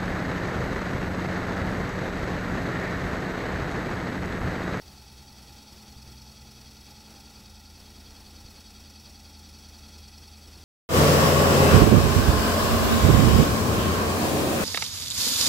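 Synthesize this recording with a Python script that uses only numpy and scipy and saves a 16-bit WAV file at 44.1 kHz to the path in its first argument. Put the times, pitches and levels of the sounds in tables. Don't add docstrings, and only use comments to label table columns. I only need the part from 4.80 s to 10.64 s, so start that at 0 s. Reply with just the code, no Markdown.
import sys
import numpy as np
from scipy import signal
from scipy.fft import rfft, irfft
from scipy.io import wavfile

SR = 44100
rng = np.random.default_rng(int(sys.argv[2]) if len(sys.argv) > 2 else 0)


def unload_audio(sound):
    columns = np.transpose(np.atleast_2d(sound))
    steps = np.round(np.clip(columns, -1, 1) * 32767)
    wavfile.write(sys.argv[1], SR, steps.astype(np.int16))


def amplitude_ratio(level_db):
    exponent = np.asarray(level_db, float) / 20
    return 10 ** exponent


N = 257544
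TIME_S = np.arange(N) / SR
PULSES_PER_TURN, TURNS_PER_S = 21, 10.1
TURN_S = 1 / TURNS_PER_S

# [t/s into the turn, pressure/dB, bright sizzle/dB]
RUB = [(0, -3, -4), (.010, -4, -5), (.017, 0, 0), (.028, -1, 0), (.036, -3, -2), (.050, -4, -4),
       (.058, -2, -2), (.075, 0, -4), (.088, -1, -5), (.099, -3, -4)]
# [t/s, level/dB, length/s]
GUSTS = [
    (.8, -65, 2.26),
    (2.35, -65.5, 0.81),
]


def rms_one(x):
    return x / np.sqrt(np.mean(x ** 2) + 1e-20)


def drift(rate_hz, rows):
    r = np.exp(-80 * np.pi * rate_hz / SR)
    noise = rng.standard_normal((rows, N // 40 + 2002))
    slow = signal.lfilter([1], [1, -2 * r, r * r], noise)[:, 2000:]
    slow = slow / slow.std(axis=1, keepdims=True)
    return np.repeat(slow, 40, axis=1)[:, :N]


def after(start_s, lag_s):
    return 1 - np.exp(-np.maximum(TIME_S - start_s, 0) / lag_s)


def swell(center_s, length_s):
    return np.cos(np.pi * np.clip((TIME_S - center_s) / length_s, -.5, .5)) ** 2


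def tone(hz, level_db):
    cycles = np.cumsum(hz * np.ones(N)) / SR + rng.random()
    return np.sqrt(2) * amplitude_ratio(level_db) * np.sin(2 * np.pi * cycles)


def resonance(x, hz, width_hz):
    r = np.exp(-np.pi * width_hz / SR)
    poles = [1, -2 * r * np.cos(2 * np.pi * hz / SR), r * r]
    return signal.lfilter([(1 - r * r) / 2, 0, (r * r - 1) / 2], poles, x)


def electric_whine():
    # [f/Hz, level/dB rms]
    lines = [(15518, -93), (15588, -90), (15659, -84), (15729, -84)]
    wavers = drift(7.6, rows=len(lines))
    return sum(tone(hz, db - 3.5 + 5.5 * waver) for (hz, db), waver in zip(lines, wavers))


def slowing():
    starts_s, length_s = 2.45, 0.457
    return np.clip((TIME_S - starts_s) / length_s, 0, 1)


def drone():
    # [t/s, change/dB, length/s]
    falters = [
        (0, -14, 0.22),
        (0.88, -9, 0.57),
        (1.4, 2, .7),
        (2.3, -5.5, 1.2),
        (2.736, 4, 0.38),
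        (3.5, 3, 1.0),
        (4.18, -7.5, 0.31),
    ]
    fast_hz, slow_hz = 63.13, 48.5
    drone_db, slow_drone_db, octave_db, slow_octave_db = -55, -58.5, -58.5, -71
    slowed = slowing()
    hz = fast_hz + (slow_hz - fast_hz) * slowed
    change_db = sum(db * swell(s, length_s) for s, db, length_s in falters) + drift(3, rows=1)[0]
    low = tone(hz, drone_db + (slow_drone_db - drone_db) * slowed + change_db)
    octave = tone(2 * hz, octave_db + (slow_octave_db - octave_db) * slowed + change_db)
    return low + octave


def hums():
    hum_hz, hum_db, rise_db = 78.7, -59.5, 6
    sag_hz, swell_db = 1.4, 2.5
    sagged = after(4.55, lag_s=0.13)
    hum = tone(hum_hz - sag_hz * sagged, hum_db + rise_db * slowing() + swell_db * sagged)
    # [t/s, level/dB, length/s]
    faint_swells = [
        (2.2, -70.5, 6),
        (4.7, -66.5, 0.76),
    ]
    return hum + tone(171.1, 0) * sum(amplitude_ratio(db) * swell(s, length_s) for s, db, length_s in faint_swells)


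def hand_bumps():
    # [t/s, peak/dB, f/Hz]
    hits = [
        (.75, -52, 55),
        (1.168, -38, 70),
        (1.278, -41, 85),
        (3.22, -45, 290),
        (.7, -54, 310),
        (1.85, -50, 70),
        (3.653, -36, 85),
        (4.47, -50, 55),
        (5.75, -48, 35),
        (3.3, -49, 33),
    ]
    out = np.zeros(N + SR)
    for s, level_db, hz in hits:
        t = np.arange(round(2.3 / hz * SR)) / SR
        start = round((s - .25 / hz) * SR)
        decay = np.exp(-t * hz * 1.1) * (1 - t / t[-1])
        out[start:start + len(t)] += amplitude_ratio(level_db) * np.sin(2 * np.pi * hz * t) * decay
    return out[:N]


def duct():
    duct_hz, width_hz, duct_db = 860, 70, -63
    edges_hz = [duct_hz - width_hz, duct_hz + width_hz / 2]
    band = signal.butter(3, edges_hz, "band", fs=SR, output="sos")
    note = rms_one(signal.sosfilt(band, rng.standard_normal(N)))
    return (amplitude_ratio(duct_db) + sum(amplitude_ratio(db) * swell(s, length_s) for s, db, length_s in GUSTS)) * note


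def grille_air():
    # [f/Hz, density/dB per Hz]
    spectrum = [(15, -17), (32, -9), (42, -8.5), (60, -2), (110, -8.5), (250, -9), (500, -17), (1000, -22),
                (1700, -25.5), (3000, -25), (6500, -30), (9000, -31.5), (16000, -33.5)]
    level_db, gust_lift_db, flutter_db = -55, 1, 1.33
    f, density_db = np.transpose(spectrum)
    hz = np.maximum(np.arange(N // 2 + 1) * SR / N, 1)
    colour = amplitude_ratio(np.interp(np.log(hz), np.log(f), density_db))
    noise = rms_one(irfft(rfft(rng.standard_normal(N)) * colour, N))
    gusting = sum(swell(s, length_s) for s, _, length_s in GUSTS)
    return amplitude_ratio(level_db + gust_lift_db * gusting + flutter_db * drift(6, rows=1)[0]) * noise


def casing(x):
    # [f/Hz, width/Hz]
    modes = [(732, 30), (850, 70), (1259, 60), (1390, 70), (1970, 30), (2314, 70), (2508, 35), (2583, 50),
             (2960, 45), (3283, 22), (3500, 130), (3789, 55), (4270, 120), (4510, 150), (4737, 60),
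             (4823, 80), (5135, 50), (5351, 60), (5490, 200), (5803, 64), (6070, 170), (6686, 50),
             (7800, 400), (8527, 250), (10900, 1200)]
    modes_db = [-4, -8, -8, -4, -9.5, -9, -4.5, -4.5, -12, 2.5, -7, -1.5, -2, -1, -5.5, -11, 0.5, -3, -6,
                -1.5, -5, -7.5, -12.5, -16, -20]
    out = np.zeros(N)
    for k, ((hz, width_hz), db) in enumerate(zip(modes, modes_db)):
        out += (-1) ** k * amplitude_ratio(db) * resonance(x, hz, width_hz)
    return out


def drive_load():
    starts_s = [
        -.398,
        2.451,
        5.469,
    ]
    length_s, inertia_s = .8176, .413
    return sum(after(s, inertia_s) - after(s + length_s, inertia_s) for s in starts_s)


def drive_tones(turn_hz, load):
    # [multiple of the turn, level/dB rms]
    orders = [(7, -67.5), (14, -72), (20, -95), (21, -59), (22, -70.5), (28, -70), (35, -79.5)]
    loaded_db, wobble_db = -3.5, 0.51
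    wobbles = drift(0.75, rows=len(orders))
    return sum(tone(k * turn_hz, db + loaded_db * load + wobble_db * wobble)
               for (k, db), wobble in zip(orders, wobbles))


def surface_noise(turns):
    cells, stages, wear, fresh_db = 4360, 8, .4, 1
    surfaces = rng.standard_normal((stages, cells))
    cell = (turns % 1 * cells).astype(int)
    surface = np.sum(surfaces[:, cell] * (1 + wear * drift(0.62, rows=stages)), axis=0)
    return rms_one(surface) + amplitude_ratio(fresh_db) * rng.standard_normal(N)


def rubs(turns):
    into_s = turns % 1 * TURN_S
    s, press_db, sizzle_db = np.transpose(RUB)
    rough = surface_noise(turns)
    body = casing(rough * amplitude_ratio(np.interp(into_s, s, press_db)))
    high_pass = signal.butter(2, 8500, "high", fs=SR, output="sos")
    sizzle = signal.sosfilt(high_pass, rough * amplitude_ratio(1.75 * np.interp(into_s, s, sizzle_db)))
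    return amplitude_ratio(-3.0) * rms_one(body) + amplitude_ratio(-13.5) * rms_one(sizzle)


def grit():
    # [f/Hz, grains, level/dB where the rub is hardest]
    rings = [(2600, 2, -54), (3500, 5, -55), (4700, 6, -54), (5700, 9, -53), (7650, 6, -58),
             (10950, 2, -58)]
    pitch_spread, vary_db = .04, 2.5
    s, press_db, sizzle_db = np.transpose(RUB)
    rows = []
    for hz, grains, level_db in rings:
        for k, (place, pitch, size) in enumerate(rng.uniform(-1, 1, (grains, 3))):
            at_s = (k + .5 + place / 2) / grains * TURN_S
            rub_db = np.interp(at_s, s, sizzle_db if hz > 7000 else press_db)
            rows.append((at_s, hz * (1 + pitch_spread * pitch), level_db + rub_db + vary_db * size))
    return rows


def bursts(turns, rows, pace, vary_db):
    out, into_s = np.zeros(N), turns % 1 * TURN_S
    for (s, hz, level_db, length_s), slow in zip(rows, drift(1.0, rows=len(rows))):
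        gap_s = (into_s - s + TURN_S / 2) % TURN_S - TURN_S / 2
        on = np.abs(gap_s) < length_s / 2
        window = np.cos(np.pi * gap_s[on] / length_s) ** 2
        ring = np.sin(2 * np.pi * hz * gap_s[on] / pace[on])
        out[on] += amplitude_ratio(level_db + vary_db * slow[on]) * window * ring
    return out


def contacts(turns, pace):
    # [t/s into the turn, f/Hz, peak/dB]
    hard = [(.0035, 4650, -51), (.0069, 4480, -51), (.0146, 5600, -51), (.0188, 5510, -46),
            (.0208, 4570, -47), (.0218, 5600, -47), (.0233, 4570, -41), (.0238, 5000, -50),
            (.0252, 2580, -50), (.0287, 4480, -47), (.045, 5680, -50), (.0545, 5510, -50),
            (.0584, 4740, -45), (.0594, 3530, -51), (.0639, 5770, -51), (.0663, 5940, -50),
            (.0683, 4480, -49), (.0748, 4650, -43), (.0767, 5680, -50), (.0772, 3270, -48),
            (.0797, 4570, -38), (.0822, 5940, -51), (.0866, 4820, -47), (.0896, 4650, -49),
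            (.0985, 4390, -43), (.0173, 10850, -59), (.0223, 7920, -53), (.0238, 11020, -57),
            (.0252, 7840, -56), (.0277, 7410, -59)]
    # [t/s into the turn, f/Hz, peak/dB, length/s]
    long_knocks = [(.024, 840, -55, .008), (.077, 840, -57, .008), (.097, 840, -55, .008),
                   (.020, 1960, -62, .007), (.034, 1960, -58, .02), (.074, 1960, -60, .008),
                   (.088, 1960, -62, .007), (.095, 2500, -56, .012), (.070, 3270, -57, .044),
                   (.078, 3363, -62, .03), (.025, 3260, -62, .02)]
    into_s = turns % 1 * TURN_S
    tick_rows = [row + (.0055,) for row in hard + grit()]
    struck = bursts(turns, tick_rows, pace, vary_db=1.8)
    early = (into_s > .01) & (into_s < .066)
    struck = struck * amplitude_ratio(120 * (pace - 1.006) * early)
    struck = struck + bursts(turns, long_knocks, np.ones(N), vary_db=1.5)
    return amplitude_ratio(52.5) * (amplitude_ratio(-6.5) * struck + amplitude_ratio(-5.5) * casing(struck))


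def blower_drive():
    free_hz, drag_hz = 213.8, 8.073
    rub_db, rub_loaded_db = -52.5, -0.5
    load = drive_load()
    turn_hz = (free_hz - drag_hz * load) / PULSES_PER_TURN
    turns = np.cumsum(turn_hz) / SR
    rough = rubs(turns) + contacts(turns, pace=turn_hz / TURNS_PER_S)
    return amplitude_ratio(rub_db + rub_loaded_db * load) * rough + drive_tones(turn_hz, load)


def scene():
    background = electric_whine() + drone() + hums() + hand_bumps()
    flow = grille_air() + amplitude_ratio(-4.0) * duct()
    mono = background + flow + blower_drive()
    return np.array([mono, mono])


def roll_off(x):
    return signal.sosfilt(signal.butter(12, 16630, fs=SR, output="sos"), x)


def record(dry):
    hiss_db, cutoff_hz, offset = -66.5, 15770, .0003
    hissy = dry + amplitude_ratio(hiss_db) * rng.standard_normal(N)
    low_pass = signal.ellip(12, .5, 60, cutoff_hz, fs=SR, output="sos")
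    mix = signal.sosfilt(low_pass, hissy) + offset
    return roll_off(mix)


dry = scene()
out = record(dry)
unload_audio(out)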